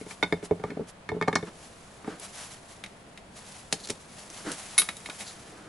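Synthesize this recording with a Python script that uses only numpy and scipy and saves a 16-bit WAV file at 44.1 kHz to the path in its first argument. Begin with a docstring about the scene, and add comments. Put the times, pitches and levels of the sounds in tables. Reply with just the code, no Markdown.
"""A heavy steel gear assembly knocks in its housing and thumps the workbench of a small, cluttered garage.
Then a bearing ring is slid off the bench and clinks into its seat: blows ring decaying modes and noise
through a springy contact. Steel that slides or scrapes is a run of small catches over a hiss.
A padded nylon jacket swishes as a spray of ticks; steady coloured noise, a drone and a whirr fill the room."""
import sys
import numpy as np
from scipy import signal
from scipy.fft import rfft, irfft, next_fast_len
from scipy.io import wavfile

SR = 44100
rng = np.random.default_rng(int(sys.argv[2]) if len(sys.argv) > 2 else 0)


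def log_audio(samples):
    """Write samples as a 16-bit WAV file to the path given in sys.argv[1]."""
    # one column per channel
    frames = np.atleast_2d(samples).T
    # limit to full scale, then quantise
    limited = np.clip(frames, -1, 1)
    pcm = np.round(limited * 32767).astype(np.int16)
    wavfile.write(sys.argv[1], SR, pcm)


N = 250488
TOP_HZ = 11100
TIME = np.arange(N) / SR  # s
AGE = TIME[:SR // 7]  # s since a blow
SIDES = np.array([[1], [-1]])  # left, right


def gear():
    """The gear assembly knocks in its housing: lightly damped steel, low contact resonances."""
    # knocks: start_s, bench_rel_db, steel_rel_db, contact_hz (low soft, high hard),
    # contact (0 on the flange, 1 on the hub)
    knocks = [(.012,-39,-53,2210,0.98), (.064,-42.5,-56,1470,0.11), (.1095,-51,-43.5,2180,0.79),
              (.2272,-27.5,-22.5,1620,0.079), (.233,-36.5,-28,2730,0.17), (.3245,-22.5,-28,1700,0.3),
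              (.427,-35.5,-51,1900,0.74), (.5105,-19,-33.5,690,0.44), (.598,-39.5,-56,1520,0.82),
              (.638,-30,-34.5,1040,0.67), (.698,-36.5,-66,1110,0.97), (.704,-51,-44,2270,1),
              (.715,-35.5,-69,1500,0.84), (.769,-32.5,-43.5,694,1), (.793,-30.5,-74,730,0.34),
              (.806,-30,-74,1270,1), (1.09,-36.5,-33,1970,0.75), (1.1175,-29,-39,970,.4),
              (1.143,-34,-58,1000,0), (1.165,-30.5,-63,1290,0.89), (1.213,-28,-29.5,1350,0.76),
              (1.2245,-37.5,-30.5,2080,0.6), (1.276,-46,-31.5,730,1), (1.281,-25,-23.5,970,1),
              (1.3285,-31,-33,1700,0.46), (1.3545,-26.5,-28.5,5400,0.84), (1.358,-27,-23.5,1550,0.93),
              (1.427,-32.5,-45.5,1400,0.22), (2.045,-45,-47,1080,0.41), (2.076,-31,-41.5,800,1)]
    # steel modes of the gear: mode_hz, contact_0_rel_db, contact_1_rel_db, undamped_t60_s
    gear_modes = [(700, -3, -3, .04), (921, -4, -8, .1), (991, -9, -10, .09), (1185, -8, 0, .06),
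                  (1475, -9, -15, .07), (1755, -14, -5, .06), (1809, -11, 0, .08), (2140, 2, -5, .05),
                  (2192, 3, -1, .07), (2331, -6, -1, .05), (3120, -20, -10, .06), (3570, 4, -11, .04),
                  (3634, 7, -8, .06), (4212, -12, -3, .06), (4790, -10, -8, .07), (4893, -7, -15, .09),
                  (5835, -1, -3, .04), (6934, -7, -7, .06)]
    # dense clatter of the touching parts: freq_hz, rel_db
    gear_clatter = [(600, 14.5), (2200, -5), (5000, -1.5), (11000, -3)]
    return blows(knocks, gear_modes, gear_clatter, q=2.15, snap=1.7, damping_db_per_s=140, held_db=-1.5,
                 clatter_db=-1, clatter_t60_s=0.032, crack_db=11.5, crack_t60_s=0.024,
                 thud_db=12.5, thud_t60_s=0.062, bench_hz=94, steel_hz=580)


def bearing():
    """The bearing ring touches steel: hard bright contacts, strongly damped by the fingers."""
    # clinks: start_s, bench_rel_db, steel_rel_db, contact_hz (low soft, high hard),
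    # contact (0 loose, 1 pressed by the fingers)
    clinks = [(2.1975,-54,-45,10900,0.55), (2.838,-54,-38.5,2480,0.38), (2.861,-72,-47,2600,0.84),
              (3.175,-62,-47,2270,0.4), (3.7256,-33.5,-24.5,6550,1), (3.7265,-53,-34.5,3930,1),
              (3.8555,-62,-50,6270,1), (3.8725,-67,-43,6760,0.88), (3.888,-44,-42,5900,0.63),
              (3.898,-33,-37,4900,0.67), (3.9022,-64,-32,5840,1), (4.301,-53,-47.5,6900,.9),
              (4.517,-45,-36.5,10900,1), (4.7793,-73,-17.5,6300,0), (4.7835,-63,-16,9600,0),
              (4.7862,-48,-27.5,3600,0.58), (4.789,-61,-36,3900,0), (4.796,-47,-22,6230,0),
              (4.818,-48,-31,2200,0.76), (4.8885,-45,-31,2000,0.38), (4.968,-57,-44,7500,0.31),
              (5.0595,-54,-38.5,2400,0.24), (5.088,-45.5,-45,690,0.95), (5.0985,-62,-38.5,1900,0.42),
              (5.207,-49.5,-41,2540,0.08)]
    # steel modes of the ring: mode_hz, contact_0_rel_db, contact_1_rel_db, undamped_t60_s
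    ring_modes = [(1464, -8, -11, .1), (2078, -4, 4, .09), (2210, 3, -3, .12), (2466, -8, -5, .1),
                  (2590, -5, -2, .09), (3133, -12, -5, .07), (3745, 0, -3, .07), (3841, 5, -2, .055),
                  (4300, -1, -5, .025), (5771, -10, -8, .06), (6550, -8, 2, .04), (7025, -10, -6, .05),
                  (9479, 6, -5, .05), (9651, -2, -7, .1), (10384, 13, -2, .08), (10510, 6, -4, .07),
                  (10941, 11, -2, .065)]
    # dense clatter of the touching parts: freq_hz, rel_db
    ring_clatter = [(600, 2.5), (2200, 1), (5000, -1.5), (11000, -2.5)]
    return blows(clinks, ring_modes, ring_clatter, q=1.0, snap=4.5, damping_db_per_s=1500, held_db=-11.0,
                 clatter_db=-1.5, clatter_t60_s=0.18, crack_db=6.5, crack_t60_s=0.027,
                 thud_db=19.5, thud_t60_s=0.09, bench_hz=126, steel_hz=560)


def blows(events, modes, clatter, q, snap, damping_db_per_s, held_db, clatter_db, clatter_t60_s,
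          crack_db, crack_t60_s, thud_db, thud_t60_s, bench_hz, steel_hz):
    """Each blow rings the part through the springy contact, and its weight thumps the bench."""
    # modes of the wooden bench: mode_hz, contact_0_rel_db, contact_1_rel_db, t60_s
    bench_modes = [(94, -21.5, -23, 0.22), (174, -17, -12.5, 0.16), (262, -34, -2, 0.066),
                   (285, -36, 7.5, 0.019), (427.2, -0.5, 0.5, 0.091), (480, -18, -16, 0.05),
                   (677, -9.5, -20, 0.12)]
    attack_s = 0.0012
    times, bench_db, steel_db, contact_hz, contact = np.transpose(events)
    contact = np.clip(contact, 0, 1)
    press = contact[:, None, None]
    pairs = rng.standard_normal((len(times), 2, len(AGE)))
    grain = spread([pairs[:, :1], pairs[:, 1:]], width=0.2)

    # a crack at the contact, then the dense, quickly damped modes of all the parts that touch
    crack_gain = undb(crack_db - 60 * AGE / crack_t60_s)
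    clatter_gain = undb(clatter_db - (60 / clatter_t60_s + damping_db_per_s * press) * AGE)
    tones = undb(held_db * press) * ring(modes, contact, damping_db_per_s, scatter_db=3.8)
    steel = tones + colour(grain, clatter) * (crack_gain + clatter_gain)
    steel = contact_spring(steel, contact_hz, q, snap)
    steel = band(steel, steel_hz, TOP_HZ + 400, order=4)  # small parts radiate no bass

    thud = grain * undb(thud_db - 60 * AGE / thud_t60_s)
    bench = ring(bench_modes, contact, 0, scatter_db=0.6) + thud
    bench = bench * (1 - np.exp(-AGE / attack_s))  # the heavy top takes a moment to get moving
    bench = band(bench, 44, 1350, order=2)
    bench = band(bench, bench_hz, 426, order=2)  # the wooden top passes no treble

    out = np.zeros((2, N))
    for start_s, sound in zip(times, at_level(steel, steel_db) + at_level(bench, bench_db)):
        add(out, start_s, sound)
    return out


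def ring(modes, contact, damping_db_per_s, scatter_db, width=0.65):
    """Decaying modes per blow (blows x 2 x samples), weighted by contact and chance; contact damps them."""
    hz, db0, db1, t60_s = np.transpose(modes)
    draws = rng.standard_normal((len(contact), 4, len(hz)))
    size, phase, lean, angle = draws.transpose(1, 0, 2)
    weight_db = db0 + contact[:, None] * (db1 - db0) + scatter_db * size
    weight = undb(weight_db) * np.exp(.5j * phase)
    # the high modes radiate unevenly to left and right
    side = width * hz / (hz + 1000) * lean * np.exp(1j * np.pi * angle)
    tones = undb(-60 * AGE / t60_s[:, None]) * np.exp(2j * np.pi * hz[:, None] * AGE)
    sound = ((weight[:, None] * (1 + SIDES * side[:, None])) @ tones).imag
    return sound * undb(-damping_db_per_s * contact[:, None, None] * AGE)


def contact_spring(x, hz, q, snap):
    """Damped contact spring: shapes its resonance, passes less and less above it; snap adds treble."""
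    size = 2 * len(AGE)
    s = 1j * np.fft.rfftfreq(size, 1 / SR) / hz[:, None, None]
    response = (1 + snap * s) / (1 + s / q + s * s)
    return irfft(rfft(x, size) * response)[..., :len(AGE)]


def at_level(sounds, db):
    """Bring each blow to its level: its whole energy as rms over 20 ms."""
    rms = np.sqrt(np.sum(sounds ** 2, axis=(1, 2)) / (2 * .02 * SR))
    return sounds * (undb(db) / rms)[:, None, None]


def add(out, start_s, sound):
    """Mix a short sound in at start_s."""
    i = int(max(start_s, 0) * SR)
    out[:, i:i + sound.shape[1]] += sound[:, :N - i]


def slides():
    """Steel slides or rolls over the bench or in its seat: dull friction."""
    # strokes: centre_s, rel_db, half_s (to 1/e of the power)
    slide_strokes = [(.68, -52, 0.046), (.81, -58.5, 0.062), (1.155, -55, 0.014), (1.48, -44.5, 0.013),
                     (2.11, -44.5, 0.039), (4.41, -47, 0.0055), (4.472, -36.5, 0.015), (4.505, -39, 0.016),
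                     (5.63, -53.5, 0.21)]
    # spectrum: freq_hz, rel_db
    slide_colour = [(100, -15.5), (200, -3.5), (300, 2), (400, -2), (550, -4), (800, -12), (1500, -6),
                    (2200, -15.5), (5000, -23), (11000, -30)]
    return friction(slide_strokes, slide_colour, catches_per_s=810, hiss=0.24)


def scrapes():
    """The ring scrapes lightly on steel: bright friction with dense catches."""
    # strokes: centre_s, rel_db, half_s (to 1/e of the power)
    scrape_strokes = [(1.47, -68, 0.0063), (3.805, -44, .012), (3.847, -36, 0.009), (5.28, -38.5, 0.018)]
    # spectrum: freq_hz, rel_db
    scrape_colour = [(500, -35), (2500, -21), (4300, -3), (5500, -11), (7200, -8), (9000, -20),
                     (11000, -7.5)]
    return friction(scrape_strokes, scrape_colour, catches_per_s=2400, hiss=0.18)


def friction(strokes, spectrum, catches_per_s, hiss):
    """Sliding steel sticks and slips: a run of small random catches over a fine hiss."""
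    catches = (rng.random(N) < catches_per_s / SR) * rng.standard_normal(N)
    rub = catches + hiss * spread(rng.standard_normal((2, N)), width=0.34)
    return colour(rub, spectrum) * swells(strokes)


def jacket(grain_db=2.5, sleeve_db=4.0, folds_db=2.0):
    """Nylon threads catch on each other in a dense spray of tiny ticks, as fast as the arm moves."""
    # sleeve rub following the arm speed: time_s, rel_db (before sleeve_db)
    arm = [(0.0, -52), (0.22, -57.5), (0.68, -66.5), (1.19, -97), (1.33, -57.5), (2.1, -57), (2.24, -57),
           (2.36, -50), (2.96, -62.5), (3.27, -67.5), (3.57, -59), (4.08, -55.5), (4.51, -47), (4.7, -44),
           (4.98, -51), (5.19, -46.5), (5.44, -52.5), (5.68, -61.5)]
    # single swishes at a reach or a change of grip: centre_s, rel_db, half_s (to 1/e of the power)
    swishes = [(.115, -42, 0.026), (.45, -39.5, 0.013), (.893, -44, 0.013), (1.64, -46.5, 0.035),
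               (2.245, -40, 0.033), (2.41, -39, 0.051), (2.525, -42, 0.021), (2.72, -47.5, .03),
               (3.39, -45, 0.035), (3.53, -44.5, 0.09), (3.83, -48.5, 0.094), (4.19, -45, 0.061),
               (4.36, -38.5, 0.026), (4.52, -38.5, 0.045), (4.6, -44, 0.024), (5.21, -37.5, 0.017),
               (5.29, -48, 0.026)]
    # spectrum of the nylon: freq_hz, rel_db
    cloth = [(300, -41), (650, 1), (1200, -2.5), (2200, -4), (4300, -5), (7000, -4), (9000, -6.5),
             (11000, -2.5)]
    tick_db = grain_db * np.minimum(rng.exponential(size=N), 5)
    threads = rng.standard_normal((2, N)) * undb(tick_db)
    sleeve = undb(np.interp(TIME, *np.transpose(arm)) + sleeve_db)
    speed = np.hypot(sleeve, swells(swishes))
    folds = undb(folds_db * walk(90))
    return colour(spread(threads, width=0.43), cloth) * speed * folds


def swells(rows):
    """Envelope of bell-shaped swells, summed as power."""
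    return np.sqrt(sum(undb(db) ** 2 * np.exp(-((TIME - s) / half_s) ** 2) for s, db, half_s in rows))


def air(wash_db=-50.5, drone_db=-61, whirr_db=-68):
    """Room noise: a wide, nearly steady wash, with narrow noise bands as low drone and faint whirr."""
    # spectrum of the wash: freq_hz, rel_db
    wash_colour = [(20, -7.5), (44, -4.5), (150, -1.5), (200, -2), (330, -7), (600, -6), (1200, -12.5),
                   (3300, -21.5), (6000, -29), (11000, -29)]
    noise = spread(rng.standard_normal((2, N)), width=0.9)
    wash = colour(noise, wash_colour) * undb(wash_db + 0.12 * walk(2.2))
    drone = unit(band(rng.standard_normal(N), 197, 202.7, order=1)) * undb(drone_db)
    whirr = unit(band(rng.standard_normal(N), 684, 685, order=1)) * undb(whirr_db)
    return wash + drone + whirr


def walk(points_per_s):
    """Random wander: normal draws joined by straight lines."""
    return np.interp(TIME * points_per_s, np.arange(4096), rng.standard_normal(4096))


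def garage(x, early_db=-11, early_t60_s=0.12, late_db=-24, late_t60_s=0.636, gap_s=0.0064):
    """Close shelves scatter the sound after a few ms; the clutter leaves only a short, weak tail."""
    age, tail = TIME[:SR // 2], 0
    for db, t60_s in (early_db, early_t60_s), (late_db, late_t60_s):
        noise = spread(rng.standard_normal((2, len(age))), width=0.41)
        echoes = noise * undb(-60 * age / t60_s) * (age > gap_s)
        tail = tail + undb(db) * echoes / np.sqrt(np.sum(echoes ** 2) / 2)
    return x + signal.fftconvolve(x.mean(0)[None], tail, axes=1)[:, :N]


def undb(db):
    """Decibels to gain."""
    return 10 ** (np.asarray(db) / 20)


def unit(x):
    """Scale to rms 1."""
    return x / np.sqrt(np.mean(x ** 2))


def band(x, lo_hz, hi_hz, order):
    """Causal band-pass."""
    return signal.sosfilt(signal.butter(order, [lo_hz, hi_hz], "band", fs=SR, output="sos"), x)


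def colour(x, points):
    """Filter by a curve of (Hz, dB) points, then scale to rms 1."""
    hz, db = np.transpose(points)
    length = x.shape[-1]
    size = next_fast_len(length, True)
    grid_hz = np.fft.rfftfreq(size, 1 / SR) + 1  # + 1 avoids log(0)
    gain = undb(np.interp(np.log(grid_hz), np.log(hz), db))
    return unit(irfft(rfft(x, size) * gain, size)[..., :length])


def spread(pair, width, corner_hz=700):
    """Two unrelated signals as mid and side; the bass stays in the middle."""
    side = signal.sosfilt(signal.butter(1, corner_hz, "high", fs=SR, output="sos"), pair[1])
    return pair[0] + width * SIDES * side


def scene():
    """Gear, bearing ring and friction in the garage, with the jacket and the room noise."""
    steel = undb(-0.47) * gear() + undb(-0.75) * bearing()
    rubbing = undb(2.5) * slides() + scrapes()
    return garage(steel + rubbing) + jacket() + air()


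def record(dry, lean=0.14):
    """The left microphone is a little brighter than the right; the top is cut steeply."""
    treble = signal.sosfilt(signal.butter(1, 8000, "high", fs=SR, output="sos"), dry)
    low_pass = signal.ellip(12, .2, 70, TOP_HZ, fs=SR, output="sos")
    return signal.sosfilt(low_pass, dry + lean * SIDES * treble)


dry = scene()
out = record(dry)
log_audio(out)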